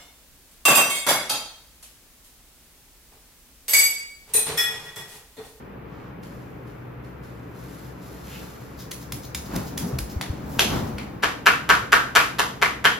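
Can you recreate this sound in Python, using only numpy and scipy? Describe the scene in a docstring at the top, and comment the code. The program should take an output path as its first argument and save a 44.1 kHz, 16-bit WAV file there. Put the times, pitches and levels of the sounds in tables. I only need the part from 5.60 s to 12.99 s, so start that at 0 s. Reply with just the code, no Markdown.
"""Head massage in a barber shop.

A small, hard-walled room, one stereo microphone near the chair, ventilation and a motor behind it all.
A gloved hand creeps over a shaved scalp, both hands glide round it, hissing on the stubble, and the
fingertips flick off in a quick run. The masseur shifts his stance and claps once, then cupped hands slap
the neck about four times a second. The head hides the slaps, so they arrive mostly by way of the walls."""
import sys
import numpy as np
from scipy import signal
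from scipy.fft import rfft, irfft, next_fast_len
from scipy.io import wavfile

SR = 44100
rng = np.random.default_rng(int(sys.argv[2]) if len(sys.argv) > 2 else 0)


def to_wav(sig):
    """Store sig (one row per channel, or 1-D mono) as 16-bit WAV at the path in sys.argv[1].

    Samples outside -1..1 are clipped; the rate is SR.
    """
    pcm = np.clip(np.atleast_2d(sig), -1, 1) * 32767
    pcm = np.round(pcm).astype(np.int16)
    wavfile.write(sys.argv[1], SR, pcm.T)  # frames by channels


N = 325899
TIME = np.arange(N) / SR
TAIL = TIME[:SR // 2]   # time axis of one hit or echo
HZ = np.fft.rfftfreq(len(TAIL), 1 / SR)


def from_db(db):
    return 10 ** (np.asarray(db) / 20)

def rms_one(x):
    return x / np.sqrt(np.mean(x ** 2) + 1e-20)

def energy_one(x):
    return x / np.linalg.norm(x)

def pan(left_db):
    """Stereo gains: the left goes up by left_db, the right down by as much."""
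    return from_db([[left_db], [-left_db]])

def add(track, s, sound):
    """Lay a sound into a track at time s."""
    start = int(s * SR)
    track[..., start:start + sound.shape[-1]] += sound[..., :N - start]

def at_hz(points, hz):
    """Read a table on a log-frequency axis."""
    known_hz, values = np.transpose(points)
    return np.interp(np.log(hz + 1e-9), np.log(known_hz), values)

def colour(x, spectrum):
    """Give white sound a spectrum, keeping its power."""
    size = next_fast_len(N, real=True)
    gain = from_db(at_hz(spectrum, np.fft.rfftfreq(size, 1 / SR)))
    return irfft(rfft(x, size) * rms_one(gain), size)[..., :N]

def cut(x, hz, kind, order=2):
    """Butterworth filter."""
    return signal.sosfilt(signal.butter(order, hz, kind, fs=SR, output="sos"), x)

def resonate(x, hz, width_hz):
    """A resonance with gain 1 at its peak."""
    return signal.lfilter(*signal.iirpeak(hz, hz / width_hz, fs=SR), x)

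def ring(x, resonances):
    """Let resonances (f/Hz, width/Hz, boost/dB) ring along with a sound, side by side."""
    return x + sum((from_db(db) - 1) * resonate(x, hz, width_hz) for hz, width_hz, db in resonances)

def waver(rate_hz):
    """A slow random drift of spread about 1."""
    knots = rng.standard_normal(300)
    return np.interp(TIME * rate_hz, np.arange(len(knots)), knots)

def surge(s, rise_s, fall_s):
    """Gain of a movement that gathers speed up to 1 at time s and slows again."""
    return np.exp(-np.maximum((s - TIME) / rise_s, (TIME - s) / fall_s))

def level_curve(rows, settle_db_per_s=53):
    """Gain from rows of (t/s, level/dB), dying away before the first and after the last."""
    s, db = np.transpose(rows)
    outside_s = np.abs(TIME - np.clip(TIME, s[0], s[-1]))
    return from_db(np.interp(TIME, s, db) - settle_db_per_s * outside_s)

def contact(spectrum, length_s, tilt=0):
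    """A click of unit energy, smeared over the time soft skin takes to meet; tilt in dB per octave."""
    log_gain = np.log(from_db(at_hz(spectrum, HZ) + tilt * np.log2(1 + HZ / 500)))
    cepstrum = irfft(log_gain, len(TAIL))
    cepstrum[1:len(TAIL) // 2] *= 2   # minimum phase: nothing sounds before the touch
    cepstrum[len(TAIL) // 2:] = 0
    click = np.exp(rfft(cepstrum))
    for delay_s in rng.uniform(.04, .3, 6) * length_s:
        lag = np.exp(-2j * np.pi * HZ * max(1, round(delay_s * SR)) / SR)
        click = click * (lag - .5) / (1 - .5 * lag)   # an allpass spreads it and keeps its colour
    return energy_one(irfft(click, len(TAIL)))


# Likeness of the room's sound on the two sides of the microphone: f/Hz, correlation
LIKENESS = [(30, 0.88), (130, 0.95), (260, 0.83), (500, 0.057), (1200, 0.063), (2500, 0.29), (6000, 0.014),
            (14000, 0.032)]
def diffuse(size):
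    """White stereo noise as a room delivers it: alike in the bass, mostly unrelated higher up."""
    padded = next_fast_len(size, real=True)
    alike = at_hz(LIKENESS, np.fft.rfftfreq(padded, 1 / SR))
    mid, side = rfft(rng.standard_normal((2, padded)))
    left_right = np.sqrt(1 + alike) * mid + np.sqrt(1 - alike) * side * [[1], [-1]]
    return irfft(left_right, padded)[:, :size] / np.sqrt(2)


# Room tone, ventilation and distant street: f/Hz, relative level/dB
AIR_COLOUR = [(20, -24), (40, -24), (60, -1), (85, -8), (120, 0), (170, -0.5), (280, -6), (360, -8),
              (480, -5), (620, -12.5), (1300, -14.5), (2400, -23.5), (4200, -40), (7000, -50.5),
              (14000, -40.5), (16000, -55)]
# Low resonances of the shop: f/Hz, width/Hz, relative level/dB
DRONE = [(65.6, 4.3, -51), (126.4, 15, -48.5), (174.4, 12, -53.5), (287, 36, -50)]
def shop_air(rush_db=-41):
    """Ventilation rushes all round the microphone and keeps the room's low resonances droning."""
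    stir = diffuse(N)
    drone = sum(from_db(db) * rms_one(resonate(stir, hz, width_hz)) for hz, width_hz, db in DRONE)
    rush = from_db(rush_db) * colour(diffuse(N), AIR_COLOUR)
    return rush + cut(drone, 500, "low")


# Tones of a motor nearby: f/Hz, relative level/dB
HUM = [(122, -52), (401, -65.5)]
# The hum swells and sinks: t/s, gain/dB
HUM_SWELL = [(0.5, 3), (1.2, 7.5), (1.9, 0), (2.7, -7), (3.5, 0.5), (4.5, -3), (7.3, -8)]
def motor_hum(waver_hz=1.69, waver_db=2.0):
    """A motor hums, each tone wavering a little in level and pitch."""
    hum = np.zeros(N)
    for hz, db in HUM:
        gain = from_db(db + waver_db * waver(rate_hz=1.6))
        pitch_hz = hz + waver_hz * waver(rate_hz=9)
        hum += gain * rms_one(np.sin(2 * np.pi * np.cumsum(pitch_hz) / SR))
    return hum * from_db(np.interp(TIME, *np.transpose(HUM_SWELL)))


def electrical_whine(band_hz=(14850, 15150), level_db=-74):
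    """Something electrical in the shop whines, thin and very high."""
    return from_db(level_db) * rms_one(cut(rng.standard_normal(N), band_hz, "band", order=4))


# Reverberation of the shop: f/Hz, time to fall 60 dB/s
ROOM_T60 = [(100, 0.71), (300, 0.51), (800, 0.37), (2100, 0.39), (5500, 0.41), (14000, 0.41)]
def room_tail(build_s):
    """Dense wall echoes of unit energy build up, then die away, the bass last."""
    noise, centres_hz = rfft(diffuse(len(TAIL))), np.geomspace(200, 14000, 5)
    tail = 0
    for hz, share in zip(centres_hz, np.eye(len(centres_hz))):
        band = irfft(noise * at_hz(np.c_[centres_hz, share], HZ), len(TAIL))
        tail = tail + band * from_db(-60 * TAIL / at_hz(ROOM_T60, hz))
    build_up = 1 - np.exp(-(TAIL / build_s) ** 2)
    return rms_one(tail * build_up) / np.sqrt(len(TAIL))

def lumpy(tail, lump_s=0.0011, lump_db=2.5, merge_s=0.092):
    """Wall echoes arrive in bunches at first and merge into a smooth tail; the energy is kept."""
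    knots = rng.standard_normal(1000)
    bunches = np.interp(TAIL / lump_s, np.arange(len(knots)), knots)
    bunched = tail * from_db(lump_db * np.clip(bunches, -2, 2) * np.exp(-TAIL / merge_s))
    return energy_one(bunched) * np.linalg.norm(tail)

def through(x, response):
    """Send a mono source through a stereo response."""
    return signal.fftconvolve(x[None], response, axes=1)[:, :len(x)]

def in_room(sound, room_db):
    """A sound in plain view of the microphone, a little to the right, and the room's answer."""
    echoes = from_db(room_db) * through(sound, room_tail(build_s=0.0012))
    return (sound + echoes) * pan(-1.7)


# The pressing glove lets go and creeps on until it grips: t/s, relative hiss/dB, fade/s
SLIPS = [(0.0, -65.5, 0.098), (0.629, -54.5, 0.24), (1.07, -63.5, 0.14), (1.441, -62.5, 0.12),
         (1.631, -59.5, 0.55)]
# Twang of the taut rubber: f/Hz, width/Hz, boost/dB
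SLIP_RING = [(3050, 200, 5), (4330, 180, 7.5), (5180, 100, 7)]
# Snap of a gloved fingertip, slipping or flicking: f/Hz, relative level/dB
SNAP_COLOUR = [(300, -14), (800, 3), (1100, 4.5), (1600, 4), (2300, 4), (3500, 2), (5000, 0.5),
               (7000, -0.5), (10000, 1.5), (13000, -7), (16000, -10.5)]
def slips(tick_gain_db=27.5):
    """Sticking rubber lets go of the scalp with a tick."""
    track = np.zeros((2, N))
    for s, hiss_db, _ in SLIPS:
        tick = ring(contact(SNAP_COLOUR, length_s=0.006, tilt=-0.5), SLIP_RING)
        add(track, s, from_db(hiss_db + tick_gain_db) * in_room(tick, room_db=6))
    return track


# Both hands glide round the head: t/s, relative hiss/dB
GLIDE = [(1.9, -75), (1.972, -58), (2.07, -54), (2.25, -53.5), (2.352, -66.5), (2.428, -54), (2.624, -53),
         (2.696, -46.5), (3.15, -60.5)]
def glove_pace(resting_db=-96, slip_rise_s=0.0086, glide_gain_db=2.5):
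    """Speed of rubber over the scalp, as gain of the hiss; even a resting glove is never quite still."""
    creeping = sum(from_db(db) * surge(s, slip_rise_s, fade_s) for s, db, fade_s in SLIPS)
    sweeping = sum(from_db(db) * surge(s, rise_s, fall_s) for s, _, db, rise_s, fall_s in SWEEPS)
    gliding = from_db(glide_gain_db) * level_curve(GLIDE)
    return np.sqrt(from_db(resting_db) ** 2 + creeping ** 2 + gliding ** 2 + sweeping ** 2)

def stubble_ticks(per_s, spread_db):
    """Stubble catches the rubber and lets go in tiny ticks of uneven size; rms 1."""
    sizes = from_db(spread_db * np.minimum(rng.exponential(1, N), 4))
    signs = rng.choice([-1, 1], N)
    return rms_one(sizes * signs * (rng.random(N) < per_s / SR))


# Slower strokes of the whole hand: middle t/s, relative level/dB, length/s, scrape f/Hz, width/share of f
STROKES = [(0.39, -50.5, 0.39, 1030, 0.3), (3.95, -38.5, 0.19, 950, 0.41), (2.74, -47, 0.24, 2530, 0.3),
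           (3.2, -50.5, 0.096, 4970, 0.6), (4.29, -39.5, 0.17, 440, 0.3), (4.73, -55, 0.32, 3650, 0.97),
           (4.96, -50, 0.35, 6100, 1), (5.138, -43.5, 0.22, 3600, 0.86), (5.13, -35.5, 0.2, 1140, 0.69)]
def rubbing(gather_lead_s=0.1, gather_db=-42, gather_s=0.071, gather_hz=5440, gather_width=0.65):
    """Fingertips hiss over the stubble; each stroke swells the hiss and adds a pitched scrape."""
    grip = from_db(0.8 * waver(rate_hz=22))   # the rubber holds and gives unevenly
    hiss = stubble_hiss() * grip
    grains = stubble_ticks(per_s=1800, spread_db=1.5)
    # before every flick the fingers gather in one quick stroke, the louder the harder the flick
    gathers = [(s - gather_lead_s, gather_db + 0.9 * flick_db, gather_s, gather_hz, gather_width)
               for s, flick_db, *_ in FLICKS]
    for s, level_db, length_s, hz, width in list(STROKES) + gathers:
        start_s, size = s - length_s / 2, int(length_s * SR)
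        catches = grains[int(start_s * SR):][:size]
        # slow, low strokes hardly hiss; quick ones spray treble
        spray = from_db(1) * (hz / gather_hz) ** 2 * rms_one(cut(catches, hz, "high"))
        scrape = rms_one(resonate(catches, hz, width * hz))
        add(hiss, start_s, from_db(level_db) * np.hanning(size) * (scrape + spray))
    return from_db(-3.5) * in_room(hiss, room_db=2.5)


# Rubber on stubble: f/Hz, relative level/dB
RUB_COLOUR = [(500, 12), (1500, 10), (2600, 8), (4500, 10.5), (6500, 9), (10000, 9.5), (14000, 7),
              (16000, -5)]
def stubble_hiss():
    """Dense ticks blur into a hiss that follows the pace of the gloves."""
    return colour(stubble_ticks(per_s=1200, spread_db=1.0), RUB_COLOUR) * glove_pace()


# Sweeps of an arm: peak t/s, sleeve level/dB, relative glove hiss/dB, rise/s, fall/s
SWEEPS = [(2.83, -37.5, -65, 0.027, 0.019), (3.54, -39.5, -51, 0.041, 0.083),
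          (3.959, -26, -39.5, 0.045, 0.075), (4.25, -31.5, -64, 0.1, 0.031), (4.35, -32, -61, 0.035, 0.042),
          (5.14, -23.5, -45.5, 0.058, 0.11)]
# The masseur's body stirs beside the chair: t/s, relative level/dB
BUSTLE = [(3.5, -51), (3.95, -41), (4.16, -39.5), (4.78, -34), (5.17, -26.5), (5.62, -38.5), (7.09, -42),
          (7.39, -50)]
# Dull rustle of sleeves and towel: f/Hz, relative level/dB
CLOTH_COLOUR = [(25, -24), (60, -1.5), (120, -3.5), (190, -1), (280, -4.5), (450, -12.5), (900, -15),
                (1600, -24.5), (3000, -35), (8000, -42.5)]
def cloth(bustle_gain_db=-2.5):
    """Shirt and towel rustle as the body stirs; a sleeve flaps with each sweep of an arm."""
    flaps = sum(from_db(db) * surge(s, rise_s, fall_s) for s, db, _, rise_s, fall_s in SWEEPS)
    stirring = from_db(bustle_gain_db) * level_curve(BUSTLE)
    return colour(diffuse(N), CLOTH_COLOUR) * np.hypot(flaps, stirring)


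# Arms and shifting weight: t/s, level/dB, f/Hz, rise/s
THUMPS = [(3.53, -31, 123, 0.011), (3.753, -34, 69.5, 0.024), (3.955, -24, 185, 0.014),
          (4.228, -23, 175, 0.017), (4.253, -34, 261.5, 0.021), (4.325, -22.5, 130, 0.014),
          (4.34, -24.5, 73, 0.012), (4.402, -28, 58.4, 0.021), (4.562, -18, 74.6, 0.0068),
          (4.698, -17.5, 80.4, 0.0059)]
def thumps():
    """Weight lands softly: a low tone swells and dies with the contact force."""
    track = np.zeros(N)
    for s, level_db, hz, rise_s in THUMPS:
        force = TAIL / rise_s * np.exp(1 - TAIL / rise_s)
        add(track, s, from_db(level_db) * force * np.sin(2 * np.pi * hz * TAIL))
    return track


def close_hit(click, resonances, room_db, ring_share, build_s):
    """A click reaches the microphone with all its ring; only a share of the ring goes to the walls."""
    direct = ring(click, resonances)
    spill = click + ring_share * (direct - click)
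    echoes = through(energy_one(spill), lumpy(room_tail(build_s)))
    return energy_one(direct) + from_db(room_db) * echoes


# Flicks near the microphone: t/s, level/dB, length/s, tilt/dB per octave, room/dB, four knocks f/Hz
FLICKS = [(3.311, -6.5, 0.0066, 5, 3, 2020, 3250, 4300, 6300),
          (3.521, -6, 0.0028, 5.5, 3.5, 1240, 2180, 3400, 5100),
          (3.7463, -2.5, 0.0019, 3.5, 2.5, 2330, 3670, 5040, 6600),
          (3.958, -5.5, 0.0067, 7.5, -3, 1940, 3750, 4930, 5800),
          (4.175, -3, 0.0032, 5, 4.5, 1850, 3350, 4900, 6000),
          (4.385, -3.5, .0035, 5, 1.5, 1500, 2400, 4300, 5000),
          (4.611, -3, 0.0015, -1, 3, 800, 2000, 3500, 4460),
          (5.381, -10.5, 0.0027, -4, 6, 2250, 2470, 3000, 4300)]
def flicks(slide_db=-11, slide_s=0.0011, knock_width_hz=260, knock_db=12, trail_s=0.0025, trail_db=-7):
    """Fingertips slide and snap off the scalp, one trailing; the hollows between the fingers knock."""
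    track = np.zeros((2, N))
    for s, level_db, length_s, tilt, room_db, *knocks_hz in FLICKS:
        slide = contact(SNAP_COLOUR, 2 * slide_s, tilt)
        snap = contact(SNAP_COLOUR, length_s, tilt)
        hollows = [(hz, knock_width_hz, knock_db) for hz in knocks_hz]
        knock = close_hit(snap, hollows, room_db, ring_share=0.28, build_s=0.00074)
        last_finger = contact(SNAP_COLOUR, trail_s, tilt=1.5)
        add(track, s - slide_s, from_db(level_db + slide_db) * slide)
        add(track, s, from_db(level_db) * knock)
        add(track, s + trail_s, from_db(level_db + trail_db) * last_finger)
    return track * pan(-0.5)


# One clap in view of the microphone, fingers first and then palms: t/s, level/dB, length/s
CLAP = [(4.986, -10, 0.0031), (4.992, 12, .0017)]
# Crack of flat hands: f/Hz, relative level/dB
CLAP_COLOUR = [(100, -35), (400, -2), (800, -2.5), (1400, -9.5), (2300, -5.5), (3200, -5.5), (4500, -8),
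               (7000, -13.5), (13000, -12), (14500, -38), (16000, -43)]
# Air between the palms: f/Hz, width/Hz, boost/dB
CLAP_RING = [(1600, 180, 15.5), (2700, 210, 13), (3170, 450, 13.5), (6100, 910, 10)]
def clap():
    """Flat hands meet in one bright crack; the ring of the air between them is beamed mostly forwards."""
    track = np.zeros((2, N))
    for s, level_db, length_s in CLAP:
        crack = contact(CLAP_COLOUR, length_s)
        heard = close_hit(crack, CLAP_RING, room_db=4.0, ring_share=0.25, build_s=0.00067)
        add(track, s, from_db(level_db) * heard)
    return track


# Ways from the neck to the microphone: delay/ms, left/dB, right/dB, share of the lean, crack/dB
NECK_PATHS = [(0, -30, -28, 0.18, 1), (4.56, -14.5, -12, 0.02, 7.5), (9.595, -5, -6.5, 1, -6),
              (10.973, -27, -8, 1, -5), (16.67, -6.5, -20, 1, -4), (19.17, -29, -13, 1, -2),
              (23.72, -15, -13, 1, -6), (30.67, -19, -18, 1, -6), (60.9, -18.5, -20, 0.96, -6)]
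def early_echoes(lean_ms, size, jitter_s=.00002):
    """The first path bends round the head; from the third on, sound flutters between two near walls."""
    smack_paths, crack_paths = np.zeros((2, size)), np.zeros((2, size))
    for delay_ms, left_db, right_db, lean_share, crack_db in NECK_PATHS:
        arrival_s = abs((delay_ms + lean_share * lean_ms) / 1000 + rng.normal(0, jitter_s))
        gains = from_db([left_db, right_db])
        smack_paths[:, int(arrival_s * SR)] += gains
        crack_paths[:, int(arrival_s * SR)] += gains * from_db(crack_db)
    return smack_paths, crack_paths

def late_echoes(walls, build_s, spot_share=0.26, level_db=1.58, start_s=0.002):
    """Each slap lands on a slightly different spot, which changes a share of the echoes' energy."""
    tail = np.sqrt(1 - spot_share) * walls + np.sqrt(spot_share) * room_tail(build_s)
    return np.pad(from_db(level_db) * lumpy(tail), [(0, 0), (int(start_s * SR), 0)])


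# Cupped slaps on the side of the neck hidden from the microphone: t/s, level/dB, air pocket f/Hz,
# its boost/dB, finger gap f/Hz, its boost/dB, tilt/dB per octave, rubber crack/dB, finger touch/dB,
# shift of the echoes as the head leans/ms
SLAPS = [(5.626, 10.5, 1290, 4.5, 1650, 3, -1.5, -13, -21, 0.11),
         (5.8592, 18, 1395, 13.5, 2620, 6, 0, -10, -20, 0.1),
         (6.0914, 17.5, 1295, 10, 1550, 5, -0.65, -19, -16, 0.12),
         (6.321, 18.5, 1340, 10.5, 1570, 5.5, -0.5, -12, -19, -0.12),
         (6.5522, 17.5, 1320, 10, 2440, 3.5, 0.5, -6, -13.5, -0.38),
         (6.7857, 11, 1110, 6, 2340, -18, 0.1, -6, -17, 0.2),
         (7.0166, 13.5, 1250, 7.5, 2110, 8, -0.9, -15, -22, 0.1),
         (7.243, 16, 1550, 11, 3150, 6.5, -0.5, -20, -19, 0.1)]
# Smack of glove on skin: f/Hz, relative level/dB
SLAP_COLOUR = [(120, -15.5), (300, -3), (430, -7), (750, 0.5), (1500, 0), (2200, -1), (3100, -1),
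               (4200, -6.5), (6800, -10.5), (9000, -11.5), (13500, -16.5), (16000, -44)]
# Resonances of the shop that the slaps stir up: f/Hz, width/Hz, boost/dB
ROOM_MODES = [(425, 13.5, 10.5), (470, 25, 10.5), (686, 17, 4), (970, 11, 6.5), (1115, 31, 6),
              (1274, 24, 3), (1427, 10, 3.5), (1552, 23, 5), (1586, 15, 5), (1620, 20, 3), (1718, 22, 8),
              (1820, 28, 5), (1845, 9.9, 6), (2074, 26, 3), (2296, 24, 7.5), (3094, 26, 4)]
def slaps(smack_s=.0014, pocket_width_hz=400, gap_width_hz=320, build_s=0.0047,
          touch_s=.002, brush_s=0.0042, brush_db=-28):
    """The glove brushes the neck, the fingers touch, then skin smacks and the cupped air rings."""
    track, walls = np.zeros((2, N)), room_tail(build_s)
    for s, level_db, pocket_hz, pocket_db, gap_hz, gap_db, tilt, crack_db, touch_db, lean_ms in SLAPS:
        smack = contact(SLAP_COLOUR, smack_s, tilt)
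        smack = ring(smack, [(pocket_hz, pocket_width_hz, pocket_db)])
        smack = ring(smack, [(gap_hz, gap_width_hz, gap_db)])
        crack = from_db(crack_db) * cut(contact(SLAP_COLOUR, length_s=0.0015), 2800, "high")
        late = late_echoes(walls, build_s)
        early, crack_paths = early_echoes(lean_ms, late.shape[1])
        body = through(energy_one(smack), ring(early + late, ROOM_MODES))
        edge = through(crack, crack_paths)   # the rubber's crack rides on the first echoes only
        touch = contact(SLAP_COLOUR, touch_s, tilt=1.5)
        brush = contact(SLAP_COLOUR, brush_s)
        add(track, s - brush_s, from_db(level_db + brush_db) * brush)
        add(track, s - touch_s / 2, from_db(level_db + touch_db) * touch)
        add(track, s - smack_s / 2, from_db(level_db) * (body + edge))
    return track * pan(0.2)


def scene():
    """Hands and body over the steady air of the shop."""
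    hands = slaps() + slips() + flicks() + clap() + rubbing()
    body = cloth() + thumps()
    room_tone = shop_air() + motor_hum() + electrical_whine()
    return hands + (body + room_tone) * pan(0.7)


def record(dry, null_hz=8800, null_width_hz=3000, opposed_db=-0.5, mono_above_hz=11800, top_hz=16000):
    """The microphone's two ports are out of phase in one treble band and merge above it."""
    mid, side = (dry[0] + dry[1]) / 2, (dry[0] - dry[1]) / 2
    opposed = resonate(mid, null_hz, null_width_hz)
    mid = mid - opposed
    side = cut(side + from_db(opposed_db) * opposed, mono_above_hz, "low", order=12)
    clipped = np.clip([mid + side, mid - side], -1, 1)   # peaks overload
    top_cut = signal.ellip(10, .1, 80, top_hz, fs=SR, output="sos")
    return signal.sosfilt(top_cut, clipped)


dry = scene()
out = record(dry)
to_wav(out)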